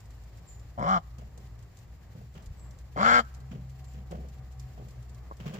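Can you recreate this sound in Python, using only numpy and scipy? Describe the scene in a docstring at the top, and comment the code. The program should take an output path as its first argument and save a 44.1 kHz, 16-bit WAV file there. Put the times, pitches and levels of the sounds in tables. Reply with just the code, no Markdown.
"""A distant engine drones under quiet winter air: two wavering firing orders, filtered-noise rumble, murmur, hiss.
Bills and feathers tick (noise bursts); a small bird calls thinly far off (falling sines with scatter).
A duck gives two loud, rasping quacks: uneven pulses and puffs ring chest, throat, bill and windpipe.
Webbed feet pat and crunch on packed snow in a pen beside a house wall (enveloped noise).
Also one low noise bump, a faint far whine (sine) and, near the end, a soft two-pulse cluck (decaying sines)."""
import sys
import numpy as np
from scipy import signal
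from scipy.fft import rfft, irfft, next_fast_len
from scipy.io import wavfile
from scipy.ndimage import uniform_filter1d

SR = 44100
rng = np.random.default_rng(int(sys.argv[2]) if len(sys.argv) > 2 else 0)


def generate_wav(signal):
    """Clip the signal to [-1, 1] and save it as 16-bit WAV at the path in sys.argv[1]."""
    frames = np.transpose(np.atleast_2d(signal))
    scaled = np.clip(frames, -1, 1) * 32767
    pcm = np.round(scaled).astype(np.int16)
    wavfile.write(sys.argv[1], SR, pcm)


N = 246519
TIME = np.arange(N) / SR

# distant engine speed: t/s, firing f/Hz
ENGINE_SPEED = [(0, 56.24), (.55, 56.61), (.75, 60.4), (1.35, 61.17), (1.6, 57.8), (2.15, 60.46),
                (2.55, 58.6), (2.9, 63.23), (4.1, 65.35), (4.95, 61.7), (5.59, 61.7)]
# noise colours: f/Hz, relative density/dB
RUMBLE_SPECTRUM = [(20, -12.5), (40, -10), (55, 4), (85, -3.5), (115, -4.5), (170, -14), (240, -35.5),
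                   (400, -76)]
MURMUR_SPECTRUM = [(100, 1), (170, -2.5), (262, -11), (736, -14), (1010, -18), (1150, -16.5), (1490, -24),
                   (1990, -21.5), (3000, -43.5), (3900, -54), (6600, -120)]
HISS_SPECTRUM = [(1470, 4.5), (2500, 2), (2970, 0.5), (3660, -1.5), (4310, 0.5), (6760, -3.5), (7300, 3),
                 (8140, -11.5), (9730, -11.5), (13200, -10), (14400, -4.5), (15200, -1), (16000, -50)]
# hiss: t/s, mean level/dB
HISS_LEVEL = [(0, -65), (.4, -66), (.7, -68), (1.6, -67.5), (2.7, -67.5), (5.59, -66)]

# clearest ticks of bills and feathers: t/s, relative level/dB
CLEAR_TICKS = [(1.183, -61), (1.77, -61), (4.11, -58.5), (4.596, -55.5), (5.539, -55)]
# tick colour: f/Hz, relative density/dB
TICK_SPECTRUM = [(900, -39), (2000, -3.5), (5000, 4), (7500, 7.5), (9000, -3.5), (15500, -10)]
# thin falling bird calls: t/s, length/s, first f/Hz, last f/Hz, relative level/dB
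CHIRPS = [(0.463, 0.05, 7690, 6970, -55.5), (2.565, 0.084, 7970, 7430, -64.5),
          (3.845, 0.054, 7610, 7070, -65)]

# quacks: start t/s, voice breaks t/s, push ends t/s, level/dB, wide-open throat f/Hz, wide-open bill f/Hz
QUACKS = [(.776, .85, 0.9757, 0, 740, 1236), (2.959, 3.003, 3.198, 0, 758, 1424)]
# syrinx of each quack: t/s, pulse rate/Hz, roughness/0-1
SYRINX_A = [(.776, 108, .4), (.80, 120, .5), (.83, 145, .7), (.86, 156, .6), (.885, 186, .3),
            (.935, 191, .12), (.96, 179, .15), (.99, 160, .3)]
SYRINX_B = [(2.959, 118, .4), (2.985, 155, .7), (3.005, 195, .7), (3.04, 220, .55), (3.07, 236, .35),
            (3.11, 238, .35), (3.14, 244.5, .2), (3.18, 245, .25), (3.21, 226, .5)]
# throat resonances: multiple of throat f, width/Hz, level/dB
THROAT_A = [(.56, 130, -36), (.87, 131, -7), (1.001, 152, 8), (1.26, 171, 4)]
THROAT_B = [(.68, 128, 1), (1, 120.2, 7.5), (1.22, 150, 6.5), (1.45, 150.1, -0.5)]
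# open-bill resonances: multiple of bill f, width/Hz, level/dB
BILL_A = [(.9, 127, 15.5), (1.02, 162, 17.5), (1.18, 170, -43), (1.8, 350, -31)]
BILL_B = [(1, 200, 32), (1.16, 200, -16), (1.32, 200, -45), (1.66, 330, -21)]
# upper windpipe resonances: f/Hz, width/Hz, level/dB
WINDPIPE_A = [(3076, 150, 3.5), (4020, 450, -8), (4700, 390, -6), (5300, 430, -4.5), (6300, 450, -10.5),
              (7270, 600, -13.5), (10800, 2500, -26), (14800, 1500, -20)]
WINDPIPE_B = [(3140, 145, 2), (3930, 500, -7.5), (4400, 340, -4.5), (5070, 540, -8), (6300, 520, -13.5),
              (7100, 670, -12.5), (10900, 3100, -24), (14900, 1500, -17)]
# rows chest, throat, bill, rasp; before each quack's trim:
# level at full effort/dB, slope/(dB per octave of pitch), loss with bill shut/dB, attack/s, release/(dB/s)
VOICE_PARTS = [(-32.5, 6, -1.5, 0.0054, 650), (-28, 6.5, 3.5, 0.0035, 908), (-18, 12.5, 5, 0.0088, 1500),
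               (-38.5, 17, 3.5, 0.0035, 900)]
# echoes off snow, wall and fence: delay/s, level re direct/dB, left lag of the echo itself/s (negative: left
# first)
ECHOES = [(.0016, -13, .0001), (.0054, -18, -.0003), (0.0103, -14, -.0001)]

# feet on snow: t/s, then relative levels/dB of thud, packing snow, crunch
STEPS = [(1.182, -45, -59.5, -59.5), (1.374, -49, -58, -70), (2.152, -42.5, -57.5, -70),
         (2.351, -46.5, -54.5, -52.5), (3.514, -34.5, -55.5, -54), (3.941, -42.5, -57.5, -57.5),
         (4.109, -40, -45, -52), (4.176, -48.5, -58.5, -88), (4.232, -46.5, -65, -67),
         (4.777, -40, -48.5, -62), (5.4, -40.5, -51, -49.5), (5.458, -35.5, -49.5, -46.5),
         (5.538, -36.5, -48, -45)]
# step colours: f/Hz, relative density/dB
THUD_SPECTRUM = [(100, -11), (150, 3.5), (220, -4), (280, -19.5), (400, -25)]
PACKING_SPECTRUM = [(220, -28), (320, -2), (430, 4), (560, 1.5), (730, 0), (950, -14), (1500, -16)]
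CRUNCH_SPECTRUM = [(700, 3), (1100, 7), (1450, 4), (2100, 3), (3200, 3.5), (3600, -5), (5500, -6.5),
                   (7400, -8.5), (8800, -24), (16000, -14.5)]

# bump colour: f/Hz, relative density/dB
BUMP_SPECTRUM = [(30, -2), (60, 8), (140, -3), (220, -30)]
# faint far whine: t/s, f/Hz, mean level/dB
WHINE = [(3.2, 768, -82), (3.4, 760, -71.5), (4.6, 753.2, -68.5), (5.0, 744, -75.5), (5.5, 745, -78)]
# soft cluck pulses: t/s, level/dB
CLUCK_PULSES = [(5.312, -38.5), (5.321, -42.5)]
# throat rung by the cluck: f/Hz, level/dB, t60/s
CLUCK_MODES = [(443, -16, 0.033), (620, 0, 0.017), (885, 4, 0.0097), (1060, 3.5, 0.038)]

CRUISE_HZ, ENGINE_DB, ENGINE_DB_PER_HZ, SECOND_ORDER_DB = 63.04, -47, 0.9, -6.5
MURMUR_DB, MURMUR_SWAY_DB, HISS_FLICKER_DB = -58.5, 1.4, 1.7
FAINT_TICKS_PER_S, FAINT_TICK_DB, FAINT_TICK_SPREAD_DB = 7, -65, 3  # levels before TICK_GAIN_DB
TICK_GAIN_DB = 5.5
FULL_EFFORT_HZ, LIMP_POWER, TURBULENCE = 246.8, 2.3, 1.45
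SHUT_THROAT_HZ, SHUT_BILL_HZ = 591, 970
OPENING_S, CLOSING_S, CLOSING_LEAD_S = 0.087, 0.087, 0.029
PORT_LAG_S = .00036
# change at each of two resettlings after a step
SETTLE_S, SETTLE_THUD_DB, SETTLE_PACKING_DB, SETTLE_CRUNCH_DB = 0.0363, -3.5, -5.5, -20
BUMP_S, BUMP_DB = 2.47, -33.5
CUTOFF_HZ = 15900


def from_db(db):
    """Decibels to gain."""
    return 10 ** (np.asarray(db) / 20)


def rms_one(x):
    """Scale to an rms of 1."""
    return x / np.sqrt(np.mean(x ** 2) + 1e-20)


def in_time(rows, t=TIME):
    """Columns of a curve, joined by straight lines."""
    s, *columns = np.transpose(rows)
    return [np.interp(t, s, c) for c in columns]


def butter(x, hz, kind, order=2):
    """Causal Butterworth filter."""
    return signal.sosfilt(signal.butter(order, hz, kind, fs=SR, output="sos"), x + 1e-18)


def drift(knots_per_s):
    """Random knots joined by lines; rms 1."""
    knots = rng.standard_normal(2048)
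    return rms_one(np.interp(TIME * knots_per_s, np.arange(len(knots)), knots))


def delayed(x, seconds):
    """The sound a moment later."""
    return np.interp(TIME - seconds, TIME, x, left=0)


def at_ports(x, lag_s):
    """A sound from one side reaches the left port later than the right."""
    return np.array([delayed(x, lag_s / 2), delayed(x, -lag_s / 2)])


def noise(spectrum, alike):
    """Stereo noise of a given colour and left-right likeness; rms 1."""
    hz, db = np.transpose(spectrum)
    size = next_fast_len(N)
    f = np.maximum(np.arange(size // 2 + 1) * SR / size, 1)
    gain = from_db(np.interp(np.log(f), np.log(hz), db, left=-90, right=-90))
    mid, side = irfft(rfft(rng.standard_normal((2, size))) * gain, size)[:, :N]
    alike = np.clip(alike, 0, 1)
    return rms_one(np.sqrt(1 + alike) * mid + np.sqrt(1 - alike) * side * [[1], [-1]])


def burst(s, rise_s, length_s):
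    """A quick swell that dies by 20 dB over its length."""
    age = np.maximum(TIME - s, 0)
    return np.minimum(age / rise_s, 1) * from_db(-20 * np.minimum(age / length_s, 10))


def yard(x, t60_s, band_hz, rise_s):
    """Diffuse scatter from fence, wall and trees, different on each side."""
    t = TIME[:SR]
    tail = butter(rng.standard_normal((2, SR)), band_hz, "band")
    tail = tail * from_db(-60 * np.minimum(t / t60_s, 4)) * np.minimum(t / rise_s, 1)
    return signal.fftconvolve(x[None], rms_one(tail) / np.sqrt(SR), axes=1)[:, :N]


def engine():
    """From far away only the two lowest firing orders arrive, louder with speed, over a rumble."""
    hz, = in_time(ENGINE_SPEED)
    db = ENGINE_DB + ENGINE_DB_PER_HZ * (hz - CRUISE_HZ)
    phase = 2 * np.pi * np.cumsum(hz) / SR + 0.046 * drift(9.1)
    first = from_db(db + 1.9 * drift(9)) * np.sin(phase)
    second_gain = from_db(db + SECOND_ORDER_DB + 4.44 * drift(12))
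    second = second_gain * np.sin(2 * phase + 0.4 * drift(16))
    return np.sqrt(2) * (first + second) + from_db(-50.5) * noise(RUMBLE_SPECTRUM, 1.0)


def air():
    """A dull outdoor murmur and a faint, restless hiss: coloured noise of drifting level."""
    hiss_db, = in_time(HISS_LEVEL)
    murmur = from_db(MURMUR_DB + MURMUR_SWAY_DB * drift(9.1)) * noise(MURMUR_SPECTRUM, 0.5)
    hiss = from_db(hiss_db + HISS_FLICKER_DB * drift(54)) * noise(HISS_SPECTRUM, 0.01)
    return murmur + hiss


def bills():
    """Dry ticks of nibbling and preening: short noise bursts, the faint ones at random times."""
    draws = rng.random((60, 2))
    times = np.cumsum(-np.log(draws[:, 0])) / FAINT_TICKS_PER_S
    levels_db = FAINT_TICK_DB + FAINT_TICK_SPREAD_DB * (2 * draws[:, 1] - 1)
    faint = [(s, db) for s, db in zip(times, levels_db) if s < TIME[-1]]
    ticks = sum(from_db(db + TICK_GAIN_DB) * burst(s, 0.0013, 0.02) for s, db in list(CLEAR_TICKS) + faint)
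    return ticks * noise(TICK_SPECTRUM, 0.1)


def small_bird():
    """A wavering whistle slides down and scatters among the trees."""
    song, waver_hz = 0, 90 * drift(400)
    for s, length_s, first_hz, last_hz, db in CHIRPS:
        part = np.clip((TIME - s) / length_s, 0, 1)
        hz = last_hz + (first_hz - last_hz) * (1 - part) ** 1.73 + waver_hz
        swell = np.sqrt(4 * part * (1 - part))
        song = song + from_db(db) * swell * np.sin(2 * np.pi * np.cumsum(hz) / SR)
    scatter = yard(song, t60_s=0.38, band_hz=[4000, 10000], rise_s=0.0086)
    return from_db(-8.0) * song + from_db(-1.5) * scatter


def resonate(x, hz, width_hz):
    """A resonance whose centre may move: a decaying phasor, turned sample by sample."""
    r = np.exp(-np.pi * width_hz / SR)
    turn = np.exp(2j * np.pi * np.cumsum(hz + np.zeros(len(x))) / SR)
    return 2 * np.real(turn * signal.lfilter([1 - r], [1, -r], x / turn))


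def tract(x, modes, scale=1):
    """Resonances in parallel, with alternating signs."""
    return sum((-1) ** k * from_db(db) * resonate(x, hz * scale, width_hz)
               for k, (hz, width_hz, db) in enumerate(modes))


def even(x):
    """Hold the level near 1 over 900 samples, a few pulses."""
    return x / np.sqrt(np.abs(uniform_filter1d(x ** 2, size=900)) + 1e-12)


def quack(call, syrinx, throat, bill, windpipe, jitter, limp_share, trims_db):
    """Membranes slap in uneven pulses, each with a puff of air, and ring chest, throat, bill and windpipe."""
    start_s, break_s, end_s, level_db, open_throat_hz, open_bill_hz = call
    start, end = int(start_s * SR), int((end_s + .05) * SR)
    t = TIME[start:end]
    pitch_hz, rough = in_time(syrinx, t)
    # a harder push raises pitch, and with it loudness, brightness and limp
    effort_octaves = np.log2(pitch_hz / FULL_EFFORT_HZ)
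    limp = (pitch_hz / FULL_EFFORT_HZ) ** LIMP_POWER

    # bill opens once the voice breaks, starts to close just before the push ends
    opening = np.sin(np.pi / 2 * np.clip((t - break_s) / OPENING_S, 0, 1))
    gape = opening * np.clip(1 - (t - end_s + CLOSING_LEAD_S) / CLOSING_S, 0, 1)
    throat_hz = SHUT_THROAT_HZ + gape * (open_throat_hz - SHUT_THROAT_HZ)
    bill_hz = SHUT_BILL_HZ + gape * (open_bill_hz - SHUT_BILL_HZ)

    # every second slap early and weak: lines between the harmonics
    cycle = np.cumsum(pitch_hz) / SR
    early = limp_share * limp * np.sin(np.pi * cycle / 2) ** 2
    slap = np.maximum.accumulate(cycle + jitter * rough * drift(260)[:len(t)] + early)
    hit = np.diff(np.floor(slap), prepend=-1) > 0
    strength = from_db(3 * rough * drift(200)[:len(t)] - 3 * limp * (np.floor(slap) % 2))
    puff = rms_one(rng.standard_normal(len(t)) * np.exp(-3 * (slap % 1)) * strength)
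    source = rms_one(hit * strength) + TURBULENCE * rough * puff

    chest_ring = butter(resonate(source, 127, 76), [130, 290], "band")
    chest = np.sin(2 * np.pi * cycle) + 0.6 * even(chest_ring)
    low = butter(tract(source, throat, throat_hz), [390, 1150], "band", order=3)
    mid = butter(tract(source, bill, bill_hz), [950, 2220], "band", order=5)
    top = butter(tract(source + puff, windpipe), 2700, "high", order=6)
    top = butter(top, 8000, "low")

    released_s = np.maximum(t - end_s, 0)
    voice = 0
    for part, trim_db, row in zip((chest, low, mid, top), trims_db, VOICE_PARTS):
        db, db_per_octave, shut_db, attack_s, release_db_per_s = row
        force_db = level_db + trim_db + db + db_per_octave * effort_octaves
        force_db = force_db - shut_db * (1 - gape) - release_db_per_s * released_s
        voice = voice + from_db(force_db) * np.minimum((t - t[0]) / attack_s, 1) * even(part)
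    return np.pad(voice, (start, N - end))


def quacks():
    """Two calls, right port first but left louder, with near echoes, wire-mesh smear and a faint tail."""
    first = quack(QUACKS[0], SYRINX_A, THROAT_A, BILL_A, WINDPIPE_A, jitter=0.12, limp_share=0.079,
                  trims_db=[1.1, 1.2, -0.69, -3.0])
    second = quack(QUACKS[1], SYRINX_B, THROAT_B, BILL_B, WINDPIPE_B, jitter=.07, limp_share=.09,
                   trims_db=[-0.38, -.3, -0.073, .3])
    voice = first + second
    echoes = sum(from_db(db) * at_ports(delayed(voice, s), lag_s) for s, db, lag_s in ECHOES)
    near = at_ports(voice, PORT_LAG_S) + echoes
    mesh = from_db(-3.0) * yard(voice, t60_s=.045, band_hz=[3000, 15000], rise_s=.001)
    tail = from_db(-43.5) * yard(voice, t60_s=0.72, band_hz=[300, 2500], rise_s=0.0079)
    return (near + mesh) * from_db([[1.5], [-2.0]]) + tail


def press(s, rise_s, length_s, settle_db):
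    """The weight lands and settles twice more, each time softer; powers add."""
    powers = [(from_db(k * settle_db) * burst(s + k * SETTLE_S, rise_s, length_s)) ** 2 for k in range(3)]
    return np.sqrt(sum(powers))


def feet():
    """A webbed foot thuds and settles, snow packs in lumps under it, the crust crumbles in grains."""
    thud = sum(from_db(db) * press(s - .003, 0.0072, 0.08, SETTLE_THUD_DB) for s, db, _, _ in STEPS)
    packing = sum(from_db(db) * press(s - .002, 0.0023, 0.11, SETTLE_PACKING_DB) for s, _, db, _ in STEPS)
    crunch = sum(from_db(db) * press(s - .004, 0.0088, 0.097, SETTLE_CRUNCH_DB) for s, _, _, db in STEPS)
    lumps = rms_one(from_db(4 * drift(160)))
    grains = rms_one(from_db(3 * drift(350)))
    low = from_db(-1.0) * thud * noise(THUD_SPECTRUM, 1.0)[0]
    low = low + from_db(1.5) * packing * lumps * noise(PACKING_SPECTRUM, 0.99)[0]
    return at_ports(low, PORT_LAG_S) + from_db(0.5) * crunch * grains * noise(CRUNCH_SPECTRUM, 0.037)


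def bump():
    """One dull, low bump: a burst of low noise."""
    return from_db(BUMP_DB) * burst(BUMP_S, 0.012, 0.13) * noise(BUMP_SPECTRUM, 0.99)


def whine():
    """A thin tone from far away, unsteady in pitch and level."""
    hz, db = in_time(WHINE)
    tone = np.sin(2 * np.pi * np.cumsum(hz + 14 * drift(70)) / SR)
    return from_db(db + 3.4 * drift(18)) * np.sqrt(2) * tone


def cluck():
    """The syrinx slaps just twice behind a closed bill; throat modes ring and die."""
    out = 0
    for s, db in CLUCK_PULSES:
        age = np.maximum(TIME - s, 0)
        for hz, mode_db, t60_s in CLUCK_MODES:
            decay = from_db(db + mode_db - 60 * np.minimum(age / t60_s, 5))
            out = out + decay * np.sin(2 * np.pi * hz * age)
    return at_ports(butter(out, 1540, "low", order=5), PORT_LAG_S)


def scene():
    """Everything in the pen, left and right."""
    background = (engine() + bump() + whine() + air()) * from_db([[.4], [-.4]])
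    return quacks() + cluck() + feet() + bills() + small_bird() + background


def record(dry):
    """Steep elliptic low-pass."""
    return signal.sosfilt(signal.ellip(10, .1, 70, CUTOFF_HZ, fs=SR, output="sos"), dry)


dry = scene()
out = record(dry)
generate_wav(out)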